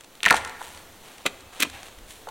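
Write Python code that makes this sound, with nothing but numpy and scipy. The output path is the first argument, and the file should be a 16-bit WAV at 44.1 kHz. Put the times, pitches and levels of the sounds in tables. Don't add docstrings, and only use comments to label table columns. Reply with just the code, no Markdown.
import sys
import numpy as np
from scipy import signal
from scipy.fft import rfft, irfft
from scipy.io import wavfile

SR = 44100
rng = np.random.default_rng(int(sys.argv[2]) if len(sys.argv) > 2 else 0)


def log_audio(samples):
    frames = np.atleast_2d(samples).T
    limited = np.clip(frames, -1, 1)
    pcm = np.round(limited * 32767).astype(np.int16)
    wavfile.write(sys.argv[1], SR, pcm)


N = 101429
T = np.arange(N) / SR

# frequency in Hz, relative level in dB.
CRACK_SPECTRUM = [(60, -18.5), (160, -12), (300, -6.5), (600, -5), (1200, -2), (2000, -1), (2700, 2.5),
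                  (3900, 1), (5000, -6), (8500, -8), (15000, -19)]
# frequency in Hz, relative level in dB.
SPLINTER_SPECTRUM = [(60, -36), (300, -5.5), (1000, 0), (2500, 3.5), (4200, 4), (6500, -1), (9000, -1),
                     (15000, -22.5)]


def pole():
    # start in seconds, level in dB, pitch in Hz.
    snap_rows = [(.2050, -24.5, 3000), (0.2299, -18, 2180), (0.2317, -8.5, 3700), (0.243, -9, 2430),
                 (0.2531, -2.5, 2280), (.2615, -1.5, 3450), (0.2665, -18, 1500), (0.2719, -10, 1570),
                 (0.2823, -6, 2650), (0.2864, -7.5, 1930), (0.2917, -27, 1980), (0.3005, -3.5, 2200),
                 (0.326, -10.5, 2600), (.3440, -17, 1920), (0.3755, -22, 1500), (.4488, -24, 2710)]
    # start in seconds, level in dB, first pitch in Hz, travel, rise and decay in seconds.
    split_rows = [(.2604, -1, 2508, .017, 0.00072, 0.0038), (0.3055, 1, 2549, .0175, 0.0015, 0.0042),
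                  (.3385, -13, 1498, 0.0178, 0.0016, 0.003)]
    # start in seconds, level in dB, rise and decay in seconds.
    splinter_rows = [(0.2314, -17.5, 0.00024, 0.0018), (0.2604, -22, 0.00088, 0.0027),
                     (0.2869, -30, .001, .007), (0.3079, -6.5, 0.0011, 0.0013),
                     (.3260, -15, 0.00035, 0.0015), (.3315, -39, .0005, .003), (0.3433, -25, .001, 0.0055),
                     (0.356, -24, 0.00039, 0.0038), (0.365, -23.5, 0.00096, 0.0087),
                     (0.3722, -39.5, 0.00046, 0.015), (.4484, -24.5, 0.00056, 0.0013)]
    # mode frequency in Hz, gain in dB, t60 in seconds.
    pole_modes = [(498, -0.5, .09), (675, -3, 0.037), (872, 2, 0.063), (966, -2.5, 0.05), (1334, -4, 0.099),
                  (1432, -0.5, 0.12), (1660, -22, 0.076), (1817, -0.5, 0.039), (2330, -21, 0.078),
                  (2650, -13, 0.063)]
    snaps = placed((start_s, snap(db, hz)) for start_s, db, hz in snap_rows)
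    splits = placed((start_s, split(*row)) for start_s, *row in split_rows)
    splinters = placed((start_s, crackle(*row)) for start_s, *row in splinter_rows)
    return ringing(snaps + splits + coloured(splinters, SPLINTER_SPECTRUM), pole_modes)


def snap(db, hz):
    q, low_hz, high_hz = 2.46, 990, 4100
    pulse = resonance(signal.unit_impulse(SR // 10), hz, hz / q)
    pulse = butter(butter(pulse, low_hz, "high"), high_hz, "low", order=4)
    grit = crackle(db=-16.5, rise_s=0.0005, decay_s=0.0016)[:len(pulse)]
    return from_db(db) * (pulse / np.abs(pulse).max() + coloured(grit, CRACK_SPECTRUM))


def split(db, first_hz, travel_s, rise_s, decay_s):
    fade_s, roughness, rough_hz = 0.018, 0.55, 500
    t = T[:SR // 10]
    wave_time_s = t / (1 + t / travel_s)
    phase = 2 * np.pi * first_hz * wave_time_s
    envelope = swell(wave_time_s, rise_s, decay_s) * np.exp(-t / fade_s)
    noise = butter(rng.standard_normal((2, 2 * len(t))), rough_hz, "low")
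    rough_sin, rough_cos = roughness * rms_one(noise[:, len(t):])
    chirp = envelope * ((1 + rough_sin) * np.sin(phase) + rough_cos * np.cos(phase))
    return from_db(db) * chirp * np.linalg.norm(envelope) / np.linalg.norm(chirp) / np.sqrt(2)


def branches():
    # start in seconds, level in dB, rise and decay in seconds, tilt in dB per octave.
    crack_rows = [(1.2530, -29.5, 0.0022, 0.014, -3.5), (1.2599, -20, 0.00088, 0.0051, 0.5),
                  (1.2632, -13, 0.00054, 0.0039, -2.24), (1.2729, -30.5, 0.0015, 0.0048, -2),
                  (1.594, -31, 0.0068, .004, -2), (1.602, -18, 0.00019, 0.005, 3.8),
                  (1.6104, -26, 0.0012, 0.017, 0), (1.6229, -10.5, 0.00024, .0013, 1.4),
                  (1.625, -10.5, 0.00039, 0.0035, 1.7), (1.6303, -16, 0.00024, 0.00053, 1.5),
                  (1.6314, -12, .0008, 0.0019, -0.5), (1.637, -24, 0.0019, .005, -5.5),
                  (1.6471, -28, .002, 0.0088, -4.5)]
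    # mode frequency in Hz, gain in dB, t60 in seconds.
    branch_modes = [(233, -1, .09), (527, -11, 0.19), (1295, -6, 0.047), (2014, 1, 0.034),
                    (2000, -7, 0.017), (2450, 1.5, 0.024), (2500, -18, 0.046), (2800, -20, .035),
                    (3460, -9, 0.029)]
    cracks = bursts(crack_rows, CRACK_SPECTRUM, clicks_per_s=14000, spread_db=3.5)
    return ringing(butter(cracks, hz=164, kind="high"), branch_modes)


def thuds():
    # start in seconds, level in dB, pitch in Hz, t60 in seconds.
    thud_rows = [(1.2530, -24, 320, 0.049), (1.2555, -18.5, 615, 0.023), (1.2625, -22, 257, 0.027),
                 (1.2637, -10, 1116, 0.013), (1.6010, -23, 303, 0.038), (1.6250, -24, 243, .06),
                 (1.6440, -25, 328, 0.021), (1.6520, -27, 1030, .025), (1.6680, -24, 286, 0.018)]
    return placed((start_s, knock(*row)) for start_s, *row in thud_rows)


def scrape():
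    # start in seconds, level in dB, rise and decay in seconds.
    slip_rows = [(1.7250, -36, 0.014, 0.044), (1.7650, -42, 0.039, 0.017), (1.8480, -46, 0.021, 0.015)]
    # resonance frequency in Hz, width in Hz, gain in dB.
    resonances = [(790, 64, 13.5), (1080, 170, 1), (1800, 360, 4.5), (2450, 520, 3.5), (3530, 520, -9)]
    slips = placed((start_s, crackle(*row)) for start_s, *row in slip_rows)
    return sum(from_db(db) * resonance(slips, hz, width_hz) for hz, width_hz, db in resonances)


def far_knocks():
    # start in seconds, level in dB, pitch in Hz, t60 in seconds.
    knock_rows = [(.2612, -24, 190, 0.045), (.3100, -13.5, 230, 0.027), (.3115, -24, 520, .03),
                  (.3300, -33, 160, 0.021), (.3410, -8, 763, 0.019), (.4590, -26, 990, 0.026),
                  (.6090, -29, 880, .03), (.6150, -16.5, 876, 0.017), (.6720, -34, 860, 0.025),
                  (2.2715, -18, 775, 0.011), (2.2760, -31.5, 484, 0.06), (2.2840, -29.5, 874, 0.066)]
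    return placed((start_s, knock(*row)) for start_s, *row in knock_rows)


def knock(db, hz, t60_s):
    # mode frequency as a ratio of the pitch, gain in dB, share of the t60.
    knock_modes = [(1, -2.5, 1), (1.22, -4.5, 0.58), (1.63, -9, 1), (2.3, -21, 0.97)]
    t = T[:SR // 5]
    ring = 0
    for k, (ratio, mode_db, share) in enumerate(knock_modes):
        envelope = from_db(db + mode_db) * np.exp(-np.log(1000) * t / (t60_s * share))
        ring += (-1) ** k * envelope * np.sin(2 * np.pi * hz * ratio * t)
    return butter(butter(ring, hz / 2, "high"), hz=1940, kind="low")


def trunk_echo(x):
    # frequency in Hz, relative level in dB.
    echo_spectrum = [(100, -0.5), (300, 4.5), (700, 0.5), (1400, -4), (2500, -10), (5000, -0.5),
                     (14000, -11)]
    # frequency in Hz, t60 in seconds.
    echo_t60 = [(100, 0.59), (1000, 1.0), (3000, 1), (12000, 0.72)]
    rise_s, scatter_db, scatter_s = 0.011, 16, 0.013
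    t = T[:3 * SR // 2]
    edges_hz = np.geomspace(50, 18000, 10)
    tail = 0
    for low_hz, high_hz in zip(edges_hz, edges_hz[1:]):
        hz = np.sqrt(low_hz * high_hz)
        band = butter(rng.standard_normal(len(t)), [low_hz, high_hz], "band")
        decay = np.exp(-np.log(1000) * t / at_hz(echo_t60, hz))
        tail += band * from_db(at_hz(echo_spectrum, hz)) * decay
    onset = (1 - np.exp(-t / rise_s)) * (1 + from_db(scatter_db) * np.exp(-t / scatter_s))
    return signal.fftconvolve(x, tail * onset / np.sqrt(SR / 10))[:N]


def litter():
    # start in seconds, level in dB, rise and decay in seconds, tilt in dB per octave.
    rustle_rows = [(.35, -46, .02, 0.12, -2.5), (.58, -42, 0.052, 0.09, 3), (.72, -48.5, 0.045, 0.055, 0.5),
                   (.97, -49, .11, 0.27, 0.5), (1.282, -52.5, 0.035, 0.21, -3.5),
                   (1.51, -43.5, 0.042, 0.096, 0), (1.68, -48.5, 0.072, 0.096, -0.5),
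                   (1.79, -45.5, 0.079, 0.048, 1), (2.05, -46, .06, 0.086, 4)]
    # frequency in Hz, relative level in dB.
    rustle_spectrum = [(100, -21.5), (400, 3.5), (800, 7.5), (1500, 2.5), (3500, 3), (5500, -5.5),
                       (9000, -5), (15000, -20)]
    # start in seconds, level in dB.
    twig_rows = [(.0080, -37), (.0360, -45), (.0440, -39.5), (0.152, -41), (.1737, -49), (0.4754, -34),
                 (0.495, -34), (0.7465, -39), (.7742, -36), (1.058, -45), (1.1800, -39), (1.218, -43),
                 (1.4060, -39.5), (1.5816, -40), (1.6986, -33), (1.8303, -34), (1.986, -41), (2.1073, -36),
                 (2.2876, -34)]
    rustle = bursts(rustle_rows, rustle_spectrum, clicks_per_s=12000, spread_db=7.5)
    ticks = placed((start_s, crackle(db, rise_s=0.00027, decay_s=0.0026)) for start_s, db in twig_rows)
    return rustle + coloured(ticks, SPLINTER_SPECTRUM)


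def air():
    # frequency in Hz, relative level in dB.
    hiss_spectrum = [(20, 7.5), (45, -15.5), (75, -5), (140, -2.5), (400, 0.5), (900, -3.5), (2000, -8.5),
                     (4000, -9), (9000, -15), (15000, -18)]
    # time in seconds, level in dB.
    hiss_levels = [(0, -53.5), (.2, -50.5), (.8, -48), (1.45, -51), (2.0, -50), (2.3, -49)]
    rumble_levels = [(0, -70), (.27, -73), (.33, -50), (.43, -47.5), (.56, -63.5), (.8, -58.5),
                     (1.15, -66.5), (1.48, -57), (1.63, -72), (1.70, -47), (1.83, -60), (2.3, -62)]
    breeze_levels = [(0, -89), (1.3, -83), (1.5, -58), (1.85, -65), (2.0, -45.5), (2.3, -66)]
    noise = rng.standard_normal((3, N + SR))
    hiss = gain_curve(hiss_levels) * coloured(noise[0], hiss_spectrum)[SR:]
    rumble = gain_curve(rumble_levels) * rms_one(butter(noise[1], hz=[58.7, 102], kind="band")[SR:])
    breeze = gain_curve(breeze_levels) * rms_one(butter(noise[2], hz=43.8, kind="low")[SR:])
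    return hiss + rumble + breeze


def crackle(db, rise_s, decay_s, clicks_per_s=6200, spread_db=4):
    chance, draw = rng.random((2, N // 2))
    sizes = from_db(spread_db * np.minimum(-np.log(draw + 1e-9), 4))
    clicks = np.sign(rng.standard_normal(N // 2)) * (chance < clicks_per_s / SR) * sizes
    envelope = swell(T[:N // 2], rise_s, decay_s)
    burst = clicks * envelope
    return from_db(db) * burst * np.linalg.norm(envelope) / (np.linalg.norm(burst) + 1e-12)


def bursts(rows, spectrum, clicks_per_s, spread_db):
    return placed(
        (start_s, coloured(crackle(db, rise_s, decay_s, clicks_per_s, spread_db), spectrum, tilt))
        for start_s, db, rise_s, decay_s, tilt in rows)


def ringing(force, modes):
    return force + sum(from_db(db) * resonance(force, hz, np.log(1000) / np.pi / t60_s)
                       for hz, db, t60_s in modes)


def resonance(x, hz, width_hz):
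    radius = np.exp(-np.pi * width_hz / SR)
    feedback = [1, -2 * radius * np.cos(2 * np.pi * hz / SR), radius ** 2]
    return signal.lfilter(np.array([1, 0, -1]) * (1 - radius ** 2) / 2, feedback, x + 1e-18)


def coloured(x, spectrum, tilt_db_per_octave=0):
    size = 4096
    hz = np.maximum(np.arange(size // 2 + 1) * SR / size, 1)
    gain = from_db(at_hz(spectrum, hz) + tilt_db_per_octave * np.log2(hz / 2000))
    cepstrum = irfft(np.log(gain))
    cepstrum[1:size // 2] *= 2
    cepstrum[size // 2 + 1:] = 0
    response = irfft(np.exp(rfft(cepstrum)))
    return signal.fftconvolve(x, response / np.linalg.norm(response))[:len(x)]


def butter(x, hz, kind, order=2):
    return signal.sosfilt(signal.butter(order, hz, kind, fs=SR, output="sos"), x + 1e-18)


def swell(t, rise_s, decay_s):
    rise = np.sin(np.pi / 2 * np.minimum(t / rise_s, 1)) ** 2
    return rise * np.exp(-np.maximum(t - rise_s, 0) / decay_s)


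def placed(events):
    track = np.zeros(N)
    for start_s, sound in events:
        i = int(np.clip(start_s * SR, 0, N - 1))
        track[i:i + len(sound)] += sound[:N - i]
    return track


def at_hz(rows, hz):
    row_hz, values = np.transpose(rows)
    return np.interp(np.log(np.maximum(hz, 1)), np.log(row_hz), values)


def gain_curve(rows):
    return from_db(np.interp(T, *np.transpose(rows)))


def from_db(db):
    return 10 ** (np.asarray(db) / 20)


def rms_one(x):
    return x / np.sqrt(np.mean(x ** 2) + 1e-20)


def scene():
    far_break = pole()
    near_break = branches() + thuds() + scrape()
    knocks = far_knocks()
    echo = trunk_echo(from_db(-9.5) * far_break + from_db(-14) * near_break + from_db(-11) * knocks)
    side_hiss = np.array([[1], [-1]]) * from_db(-64) * rng.standard_normal(N)
    return far_break + near_break + knocks + echo + litter() + air() + side_hiss


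def record(dry):
    dip_hz, dip_q, dip_depth = 4993, 3.95, 0.44
    ceiling, cutoff_hz = 0.47, 16000
    dipped = dry - dip_depth * resonance(dry, dip_hz, dip_hz / dip_q)
    limited = dipped / (1 + (dipped / ceiling) ** 8) ** (1 / 8)
    return signal.sosfilt(signal.ellip(10, 0.2, 80, cutoff_hz, fs=SR, output="sos"), limited)


dry = scene()
out = record(dry)
log_audio(out)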